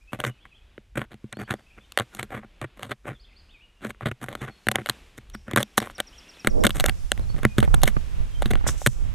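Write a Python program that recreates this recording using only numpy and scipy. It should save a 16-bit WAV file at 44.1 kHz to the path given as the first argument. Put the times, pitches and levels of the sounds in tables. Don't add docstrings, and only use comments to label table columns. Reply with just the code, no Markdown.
import sys
import numpy as np
from scipy import signal
from scipy.fft import rfft, irfft, next_fast_len
from scipy.io import wavfile
from scipy.ndimage import uniform_filter1d

SR = 44100
rng = np.random.default_rng(int(sys.argv[2]) if len(sys.argv) > 2 else 0)


def to_wav(s):
    ch = np.atleast_2d(s).T
    pcm = np.round(np.clip(ch, -1, 1) * 32767)
    wavfile.write(sys.argv[1], SR, pcm.astype(np.int16))


N = 403074
T = np.arange(N) / SR


def amp(db):
    return 10 ** (np.asarray(db) / 20)


def rms_one(x):
    return x / np.sqrt(np.mean(x ** 2) + 1e-20)


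def in_time(rows):
    s, *columns = np.transpose(rows)
    return [np.interp(T, s, column) for column in columns]


def drift(rate_hz):
    knots = rng.standard_normal(int(N / SR * rate_hz) + 2)
    return np.interp(T * rate_hz, np.arange(len(knots)), knots) * np.sqrt(1.5)


def coloured(spectrum, channels=1):
    size = next_fast_len(N)
    hz, db = np.transpose(spectrum)
    log_hz = np.log(np.fft.rfftfreq(size, 1 / SR) + 1)
    shape = amp(np.interp(log_hz, np.log(hz), db, -70, -70))
    white = rng.standard_normal((channels, size))
    return rms_one(irfft(rfft(white) * shape, size)[:, :N])


def filtered(x, order, hz, kind):
    return signal.sosfilt(signal.butter(order, hz, kind, fs=SR, output="sos"), x)


def ring(force, hz, t60_s):
    r, w = amp(-60 / (t60_s * SR)), 2 * np.pi * hz / SR
    return signal.lfilter([.5, 0, -.5], [1, -2 * r * np.cos(w), r * r], force + 1e-18)


def slips(per_s, spread_db):
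    sizes = amp(spread_db * np.minimum(rng.exponential(1, N), 4)) * rng.choice([-1, 1], N)
    return rms_one(sizes * (rng.random(N) < per_s / SR))


# time_s, forest_hiss_db, microphone_hiss_db
AIR_LEVELS = [(0, -62, -75), (1.07, -67.5, -77), (2.1, -61, -70.5), (2.45, -65, -77), (3.8, -66.5, -76.5),
              (4.2, -63.5, -76), (4.95, -54.5, -63), (5.3, -63, -74.5), (6.1, -59.5, -66),
              (6.6, -60, -60.5), (7.7, -55, -59.5), (9.14, -55.5, -63)]
# frequency_hz, density_db (per Hz)
RUMBLE_COLOUR = [(20, 3.5), (40, 10), (70, 3), (125, -10), (250, -34), (400, -21.5)]
# frequency_hz, density_db (per Hz)
FOREST_COLOUR = [(150, 15.5), (340, 11.5), (900, 6), (1900, 6.5), (2600, 8), (3600, 4.5), (4900, -6),
                 (6000, -25.5)]
# frequency_hz, density_db (per Hz)
MIC_HISS_COLOUR = [(3000, 3.5), (5000, 22), (7500, 19.5), (12500, 12.5), (15000, 1), (17000, -5)]


def air(opened, unlike=0.67, rumble_db=-56.5):
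    forest_db, hiss_db = in_time(AIR_LEVELS)
    rumble = amp(rumble_db + 4.6 * drift(7.3)) * coloured(RUMBLE_COLOUR, channels=2)
    forest = amp(forest_db + 2.0 * drift(5.5)) * coloured(FOREST_COLOUR, channels=2)
    mic_hiss = amp(hiss_db + drift(7)) * coloured(MIC_HISS_COLOUR, channels=2)
    mid, side = rumble * (1 - opened) + forest + mic_hiss
    return mid + unlike * opened * side * [[1], [-1]]


# start_s, level_db, pitch_hz, t60_s
PORT_SLAPS = [(6.646, -4.5, 145, 0.03), (6.921, -17.5, 75, 0.087), (7.301, -14.5, 114, 0.08),
              (7.345, -12.5, 151, 0.07), (7.456, -30, 200, 0.034), (7.567, -16.5, 100, 0.045),
              (7.627, -4.5, 81, 0.15), (7.677, -8.5, 140, 0.083), (7.741, -4, 137, 0.062),
              (7.78, -11.5, 150, 0.047), (7.967, -6, 130, 0.06), (8.61, -12, 60, 0.09),
              (8.64, -10, 60, 0.091), (8.88, -12, 75, .06)]


def slaps(length_s=.2, snap_below_hz=1100, snap_t60_s=.025):
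    out = np.zeros(N)
    for s, db, hz, t60_s in PORT_SLAPS:
        i = slice(int(s * SR), int((s + length_s) * SR))
        t = T[i] - s
        dull = filtered(rng.standard_normal(len(t)), 3, snap_below_hz, "low")
        snap = amp(2 * db - 60 * t / snap_t60_s) * rms_one(dull)
        thump = amp(db - 60 * t / t60_s) * np.sin(2 * np.pi * hz * t)
        out[i] -= thump + snap
    return out


def puff(middle_s=6.6, half_length_s=0.068, level_db=-20):
    noise = filtered(rng.standard_normal(N), 4, [150, 630], "band")
    return amp(level_db - 10 * ((T - middle_s) / half_length_s) ** 2) * rms_one(noise)


# frequency_hz, density_db (per Hz)
WIND_SPECTRUM = [(15, 4.5), (25, 5.5), (70, -3), (150, -18), (300, -35), (600, -37.5), (1300, -42.5),
                 (3000, -58)]
# time_s, level_db
WIND_LEVELS = [(6.47, -19.5), (6.9, -20.5), (7.2, -22.5), (7.5, -23.5), (7.75, -17), (8.1, -22.5),
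               (8.4, -21), (8.7, -21.5), (9.14, -23)]


def wind(left_db=-7.0, opposed=0.62):
    noise = coloured(WIND_SPECTRUM, channels=2)
    lumps_db = 4.2 * np.clip(drift(20), -2, 1.5)
    shared, own = noise * amp(in_time(WIND_LEVELS)[0] + lumps_db)
    gusts = slaps() + puff()
    left = amp(left_db) * (np.sqrt(1 - opposed ** 2) * own - opposed * shared)
    return np.array([left - 0.6 * gusts, shared + gusts])


# loudest_s, level_db, t60_s
LITTER_RUSTLE = [(8.676, -25, 0.14), (8.8, -43, 0.72)]


def litter(rise_share=0.2):
    left, right, shared = [slips(3000, 3.5) for _ in range(3)]
    crackle = np.array([left + 0.84 * shared, right + 0.91 * shared])
    bright = ring(crackle, 6100, .002) + ring(crackle, 7300, .002) + .3 * ring(crackle, 3700, .003)
    swell = np.zeros(N)
    for s, db, t60_s in LITTER_RUSTLE:
        away_s = np.maximum(T - s, (s - T) / rise_share)
        swell += amp(db - 60 * away_s / t60_s)
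    return swell * amp(2.0 * drift(60)) * rms_one(bright)


def whistle(notes):
    out = np.zeros(N)
    for note in notes:
        s, hz, db = np.transpose(note)
        i = np.arange(int(s[0] * SR), int(s[-1] * SR))
        glide_hz = uniform_filter1d(np.interp(i / SR, s, hz), size=500, mode="nearest")
        phase = 2 * np.pi * np.cumsum(glide_hz) / SR
        soft_ends = signal.windows.tukey(len(i), .4)
        out[i] += amp(np.interp(i / SR, s, db)) * soft_ends * np.sin(phase)
    return out


# start_s, length_s, first_hz, turn_hz, last_hz, level_db
WARBLE_NOTES = [(.005, 0.033, 2200, 2520, 2250, -60.5), (0.372, 0.024, 2600, 2600, 2480, -59),
                (3.76, 0.075, 2800, 2770, 2700, -69), (3.894, 0.035, 2900, 2750, 2700, -70),
                (4.37, 0.047, 3550, 3510, 3460, -61), (6.25, .04, 2550, 2770, 2740, -64),
                (6.27, 0.021, 3150, 3400, 3300, -64), (0.072, 0.043, 2590, 2580, 2730, -55),
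                (0.283, 0.037, 2960, 2970, 2830, -56), (0.399, 0.054, 3000, 3500, 2950, -58),
                (.51, 0.028, 2700, 2550, 2410, -58.5), (0.541, 0.048, 2950, 3520, 2740, -55.5),
                (1.335, 0.097, 4000, 4600, 4420, -62), (1.445, .04, 2820, 3300, 3440, -62),
                (1.66, 0.038, 2510, 2650, 2750, -63), (1.695, 0.031, 2800, 2240, 2780, -56),
                (1.73, 0.027, 2830, 2600, 2250, -54), (1.835, 0.019, 3350, 3030, 2850, -59),
                (1.8, 0.071, 3420, 3560, 3780, -64), (3.14, 0.047, 3750, 3350, 3130, -60),
                (3.19, 0.057, 3950, 5230, 3600, -59.5), (3.242, 0.016, 3050, 3400, 3770, -56.5),
                (3.278, 0.074, 2950, 1950, 3260, -60.5), (3.355, 0.058, 3900, 5150, 3830, -59),
                (3.481, 0.071, 2350, 3870, 2660, -58), (3.526, 0.054, 2690, 2460, 2150, -59),
                (3.59, 0.068, 2150, 2960, 2800, -59), (4.423, 0.071, 3370, 3350, 3300, -59),
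                (4.497, 0.064, 4360, 4310, 4300, -61), (6.121, 0.062, 2750, 3520, 2400, -55),
                (6.196, 0.062, 2600, 3600, 2060, -54), (6.31, 0.02, 2750, 2300, 2300, -62),
                (6.326, 0.052, 2300, 4600, 2650, -54.5), (6.377, 0.052, 2380, 2710, 2460, -53.5),
                (7.215, 0.04, 4340, 4050, 3850, -56), (7.285, 0.053, 4370, 4430, 4570, -55),
                (7.48, 0.059, 2500, 2460, 2480, -52.5), (7.948, .05, 4350, 4360, 4560, -62),
                (8.301, 0.091, 3220, 3150, 3080, -56.5), (1.553, 0.1, 4910, 4460, 4660, -72)]


def warbling_bird(turn_at=0.56):
    notes = [[(s, first_hz, db), (s + turn_at * length_s, turn_hz, db), (s + length_s, last_hz, db)]
             for s, length_s, first_hz, turn_hz, last_hz, db in WARBLE_NOTES]
    return whistle(notes)


CHIP_STARTS = [5.333, 5.58, 5.79, 5.947, 6.067, 6.177, 6.286, 6.392, 6.496, 6.601]
# after_start_s, pitch_hz, level_db (relative to the chip level)
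CHIP_GLIDE = [(0, 5950, -2), (.012, 5550, 0), (.034, 4100, -20)]


def chipping_bird(chip_db=-44.5):
    return whistle([[(s + after_s, hz, chip_db + db) for after_s, hz, db in CHIP_GLIDE]
                    for s in CHIP_STARTS])


def birds(echo_db=-2, echo_t60_s=.65, near_echo_db=-8):
    far = warbling_bird() * amp(3.5 * drift(70))
    near = chipping_bird()
    tail = rng.standard_normal(SR) * amp(-60 * T[:SR] / echo_t60_s)
    echo = signal.fftconvolve(far + amp(near_echo_db) * near, tail / np.linalg.norm(tail))[:N]
    return far + near + amp(echo_db) * echo


# middle_s, length_s (about 10 dB down at its ends), level_db, treble_db (relative to level)
CREAKY_SWELLS = [(0.144, 0.044, -38, -15), (0.201, 0.031, -36, -17), (0.263, 0.062, -33, -13.5),
                 (0.456, 0.017, -45.5, -18.5), (0.972, 0.025, -29.5, -18), (1.02, 0.051, -40, -16.5),
                 (1.13, 0.04, -51.5, -15), (1.332, 0.016, -37.5, -26), (1.41, 0.043, -37.5, -19),
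                 (1.517, 0.064, -35.5, -16.5), (1.596, 0.027, -49, -21), (1.782, 0.025, -46.5, -24),
                 (2.012, 0.037, -37, -15), (2.147, 0.052, -51.5, -9), (2.196, 0.038, -37, -12),
                 (2.238, 0.03, -42.5, -11.5), (2.318, 0.046, -48.5, -13), (2.362, 0.065, -33.5, -21),
                 (2.437, 0.025, -48, -27), (2.633, 0.04, -39, -21.5), (2.827, 0.09, -41, -13.5),
                 (2.913, 0.037, -37, -14), (3.082, 0.052, -34.5, -21.5), (3.131, 0.05, -52, -17),
                 (3.848, 0.057, -38, -14), (3.902, 0.023, -35.5, -11.5), (4.025, 0.026, -35.5, -22.5),
                 (4.073, 0.033, -24.5, -20), (4.117, 0.0095, -32, -20.5), (4.227, 0.028, -35.5, -13.5),
                 (4.307, 0.17, -45.5, -14), (4.435, 0.046, -31.5, -18.5), (4.488, 0.036, -39.5, -21),
                 (4.717, 0.011, -18, -15), (4.754, 0.018, -24.5, -23), (4.79, 0.049, -36.5, -19),
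                 (4.903, 0.058, -47, -9), (5.179, 0.013, -37.5, -11), (5.348, 0.02, -38, -11.5),
                 (5.504, 0.071, -40.5, -30), (5.577, 0.016, -16, -9), (5.606, 0.034, -29.5, -7),
                 (5.781, 0.012, -18.5, 2.5), (5.84, 0.071, -37, -8.5), (5.907, 0.024, -44.5, -5),
                 (5.999, 0.024, -32, -16), (6.473, 0.038, -34.5, -14), (6.65, 0.017, -15.5, -7.5),
                 (6.787, 0.068, -35, -6.5), (6.857, 0.019, -32, -14), (6.888, 0.025, -31, -7),
                 (7.385, 0.03, -38, -17), (7.448, 0.042, -38.5, -28), (7.585, 0.017, -28, -9),
                 (7.641, 0.036, -32, -12.5), (7.743, 0.006, -18, 0), (7.837, 0.012, -23.5, -5.5),
                 (7.876, 0.036, -29, -1.5), (8.423, 0.0085, -31, -2), (8.473, 0.038, -38, -8),
                 (8.51, 0.01, -20, -9.5), (8.555, 0.088, -44, -18), (8.677, 0.044, -31, -38),
                 (8.868, 0.012, -18.5, -1.5)]
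SWELL_FORCE_DB = [-25.5, -23.5, -20, -13]


def creaks(steep=2.36, rise_faster=1.083, edge_follows=0.9):
    force = np.zeros((4, N))
    treble_share = np.array([[0], [0], [edge_follows], [1]])
    for s, length_s, db, treble_db in CREAKY_SWELLS:
        i = slice(int((s - 2 * length_s) * SR), int((s + 2 * length_s) * SR))
        away_s = np.maximum(T[i] - s, rise_faster * (s - T[i]))
        swell_db = -10 * (away_s * 2 / length_s) ** steep
        force[:, i] += amp(db + swell_db + treble_db * treble_share)
    lumps = amp(4.5 * drift(220))
    ticks = 1.1 * slips(300, 2.5)
    return force * lumps * (slips(2500, 2.3) + ticks) * amp(np.c_[SWELL_FORCE_DB])


# start_s, level_db, bright_db (upper modes, relative to level), thud_db (relative to level)
HOUSING_CRACKS = [(0.132, -15, -9, -5), (0.202, -14.5, -4, -24), (0.239, -9, -19, -26),
                  (0.249, -13, -11, -20), (0.265, -24, -2, -17), (0.454, -35, -26, -18),
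                  (0.779, -28.5, -19.5, 7.5), (0.976, -17, -18, -35), (0.993, -24, -14, 2),
                  (1.016, -20.5, -16, -9), (1.132, -37, -6, -19), (1.143, -43, -4, 3),
                  (1.242, -42, -9, 12.5), (1.327, -21.5, -3, -22), (1.37, -28, -12, -2),
                  (1.399, -29, -10, -20), (1.508, -16, -6.5, -9), (1.539, -18.5, -9, -4.5),
                  (1.777, -38.5, -19, 0.5), (1.921, -35, 9, -19), (1.975, -2, -5.5, -42),
                  (1.988, -11.5, -3.5, -20), (1.998, -9, -8, -22), (2.007, -10.5, -27, -16),
                  (2.149, -29.5, 5, -29), (2.229, -15.5, -7.5, -11), (2.305, -26, -18, -19),
                  (2.416, -41, -18, -4), (2.447, -38, -16, 7), (2.615, -11.5, -17.5, -9),
                  (2.831, -18.5, -2.5, -17), (2.919, -16, -18.5, -18), (3.055, -32, -29, -3.5),
                  (3.848, -23.5, -1.5, -20), (3.862, -31, -12, -14), (3.905, -24, -7, -22),
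                  (3.947, -40, -20, -3), (4.009, -21.5, -22, -29), (4.057, -21, -19, -25),
                  (4.115, -19, -27, -30), (4.215, -27, -9, -11), (4.285, -15, -23, -10),
                  (4.328, -25.5, -9, -20), (4.352, -15.5, -7.5, -18), (4.487, -30, -20, -9),
                  (4.669, -13, -6, -8), (4.686, -5, -3, -16), (4.715, -13, 0, -36), (4.757, 1.5, -7, -22),
                  (4.785, -15, -30, -10), (4.86, -21, -4, -36), (4.87, -29, 1, -25),
                  (4.889, -14.5, -4, -18), (4.897, -7, 1.5, -15.5), (5.185, -30, -10, 0),
                  (5.299, -47.5, 11, -22), (5.348, -41, -13, -14), (5.481, -21.5, -18.5, -14),
                  (5.512, -16.5, -14.5, -14), (5.534, -21.5, -8.5, 10), (5.561, -1, -9, -14),
                  (5.575, -12.5, -9, -10), (5.629, -16, 7, -9.5), (5.778, -3, -3, -33),
                  (5.802, -23, -3, -14), (5.826, -18, -10, -23), (5.872, -25, -17, -20),
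                  (5.899, -24.5, -19, -23), (5.982, -26, -0.5, -15), (6.002, -8.5, -2.5, -24),
                  (6.371, -29.5, -19, -15), (6.447, -15, -8.5, -3), (6.472, -3.5, -1.5, -6.5),
                  (6.638, -16.5, 0, -16), (6.645, -5.5, -36, -19), (6.667, -4, 0, -13),
                  (6.694, -16.5, -8, -9), (6.706, -22, 3, -17), (6.799, -7.5, 4, -40),
                  (6.806, -23.5, 10, -13), (6.841, -7, -7, -38), (6.861, -1.5, -0.5, -33),
                  (6.886, -21.5, -27, 4), (6.895, -12, -7, -13), (7.118, -6, 1.5, -15),
                  (7.177, -22, -7, -17), (7.195, -28, -10, -13), (7.364, -30, -15, 0),
                  (7.432, -19, -8, 1.5), (7.451, 0.5, -10, -7), (7.583, -4.5, -6, 3.5),
                  (7.603, -20.5, 2.5, -6), (7.629, -13, -5, -8), (7.742, -9, -11, -16),
                  (7.818, -30.5, 6, -20), (7.834, -5.5, 0, -35), (7.856, -26, 4, -12),
                  (7.876, -7.5, -8, -20), (7.966, -30, -29, 16), (8.42, -31, -4, -3), (8.428, -28, 0, -8),
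                  (8.458, -21, -2.5, 1.5), (8.509, -30, 1, -7), (8.535, -15.5, -9.5, -3),
                  (8.555, -15.5, -10, -9), (8.689, -16, -5, -26), (8.863, 1.5, -6.5, -10)]
CRACK_FORCE_DB = [-5.5, -11.5, -7.5, -5.5]
# start_s, level_db
FINGER_KNOCKS = [(8.422, -9), (8.666, -13), (8.817, -19)]
# pitch_hz, level_db, t60_s (capped for the upper modes)
HOUSING_MODES = [(122.7, -4, 0.078), (210.3, -6.5, 0.085), (301, -8, 0.022), (501, -27.5, 0.0073),
                 (587, -8.5, 0.02), (753, -10, 0.021), (1118, -3, 0.0072), (1450, 0.97, 0.0051),
                 (1820, -20.5, 0.0053), (2000, 3.5, 0.0024), (2780, -4, .004), (3383, -0.5, 0.0088),
                 (3720, -8, 0.0056), (4700, -31, .004), (5680, 0.5, 0.0005), (6870, -21, 0.0036),
                 (8340, -8, 0.0027), (9740, -13, 0.0026), (11070, -13, 0.0058), (12280, -11, 0.0017),
                 (15000, -7, 0.0057)]


def housing(scatter_db=3, chatter=.3, chatter_t60_s=.009, upper_t60_s=.0035):
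    s, level_db, bright_db, thud_db = np.transpose(HOUSING_CRACKS)
    after = np.arange(1200)
    hits = (s * SR).astype(int)[:, None] + after
    chance = rng.standard_normal((len(s), len(HOUSING_MODES) + 1))
    bursts = chatter * slips(5000, 3.0)[np.minimum(hits, N - 1)]
    bursts[:, 0] = 1
    bursts *= amp(-60 * after / SR / (chatter_t60_s * np.exp(0.3 * chance[:, -1:])))
    crack_db = level_db + np.c_[CRACK_FORCE_DB] + np.array([thud_db, 0 * s, bright_db, bright_db])
    creak_force = creaks()
    knock_at = [int(knock_s * SR) for knock_s, db in FINGER_KNOCKS]
    knock_force = amp([db for knock_s, db in FINGER_KNOCKS])
    out = np.zeros((4, N))
    for (hz, mode_db, t60_s), own in zip(HOUSING_MODES, chance.T):
        part = np.searchsorted([400, 2500, 5000], hz)   # thud, body, edge or treble, split in Hz
        wander = amp(4 * drift(25))
        force = np.append(creak_force[part] * wander, np.zeros(len(after)))
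        own_db = scatter_db * own * (part > 0)
        np.add.at(force, hits, amp(crack_db[part] + own_db)[:, None] * bursts)
        if 450 < hz < 800:
            force[knock_at] += knock_force
        capped_s = min(t60_s, upper_t60_s) if part > 1 else t60_s
        out[part] += amp(mode_db) * ring(force[:N], hz, capped_s)
    passes = [(20, 450), (250, 2300), (2550, 4650), (5600, 13500)]
    return sum(filtered(x, 4, hz, "band") for hz, x in zip(passes, out))


def scene(stereo_from_s=6.47, opening_s=0.0023):
    opened = np.clip((T - stereo_from_s) / opening_s, 0, 1)
    return housing() + birds() + air(opened) + opened * wind() + litter()


def record(dry, cutoff_hz=16900):
    rounded = .95 * np.tanh(dry / .95)
    return signal.sosfilt(signal.cheby2(14, 90, cutoff_hz, fs=SR, output="sos"), rounded)


dry = scene()
out = record(dry)
to_wav(out)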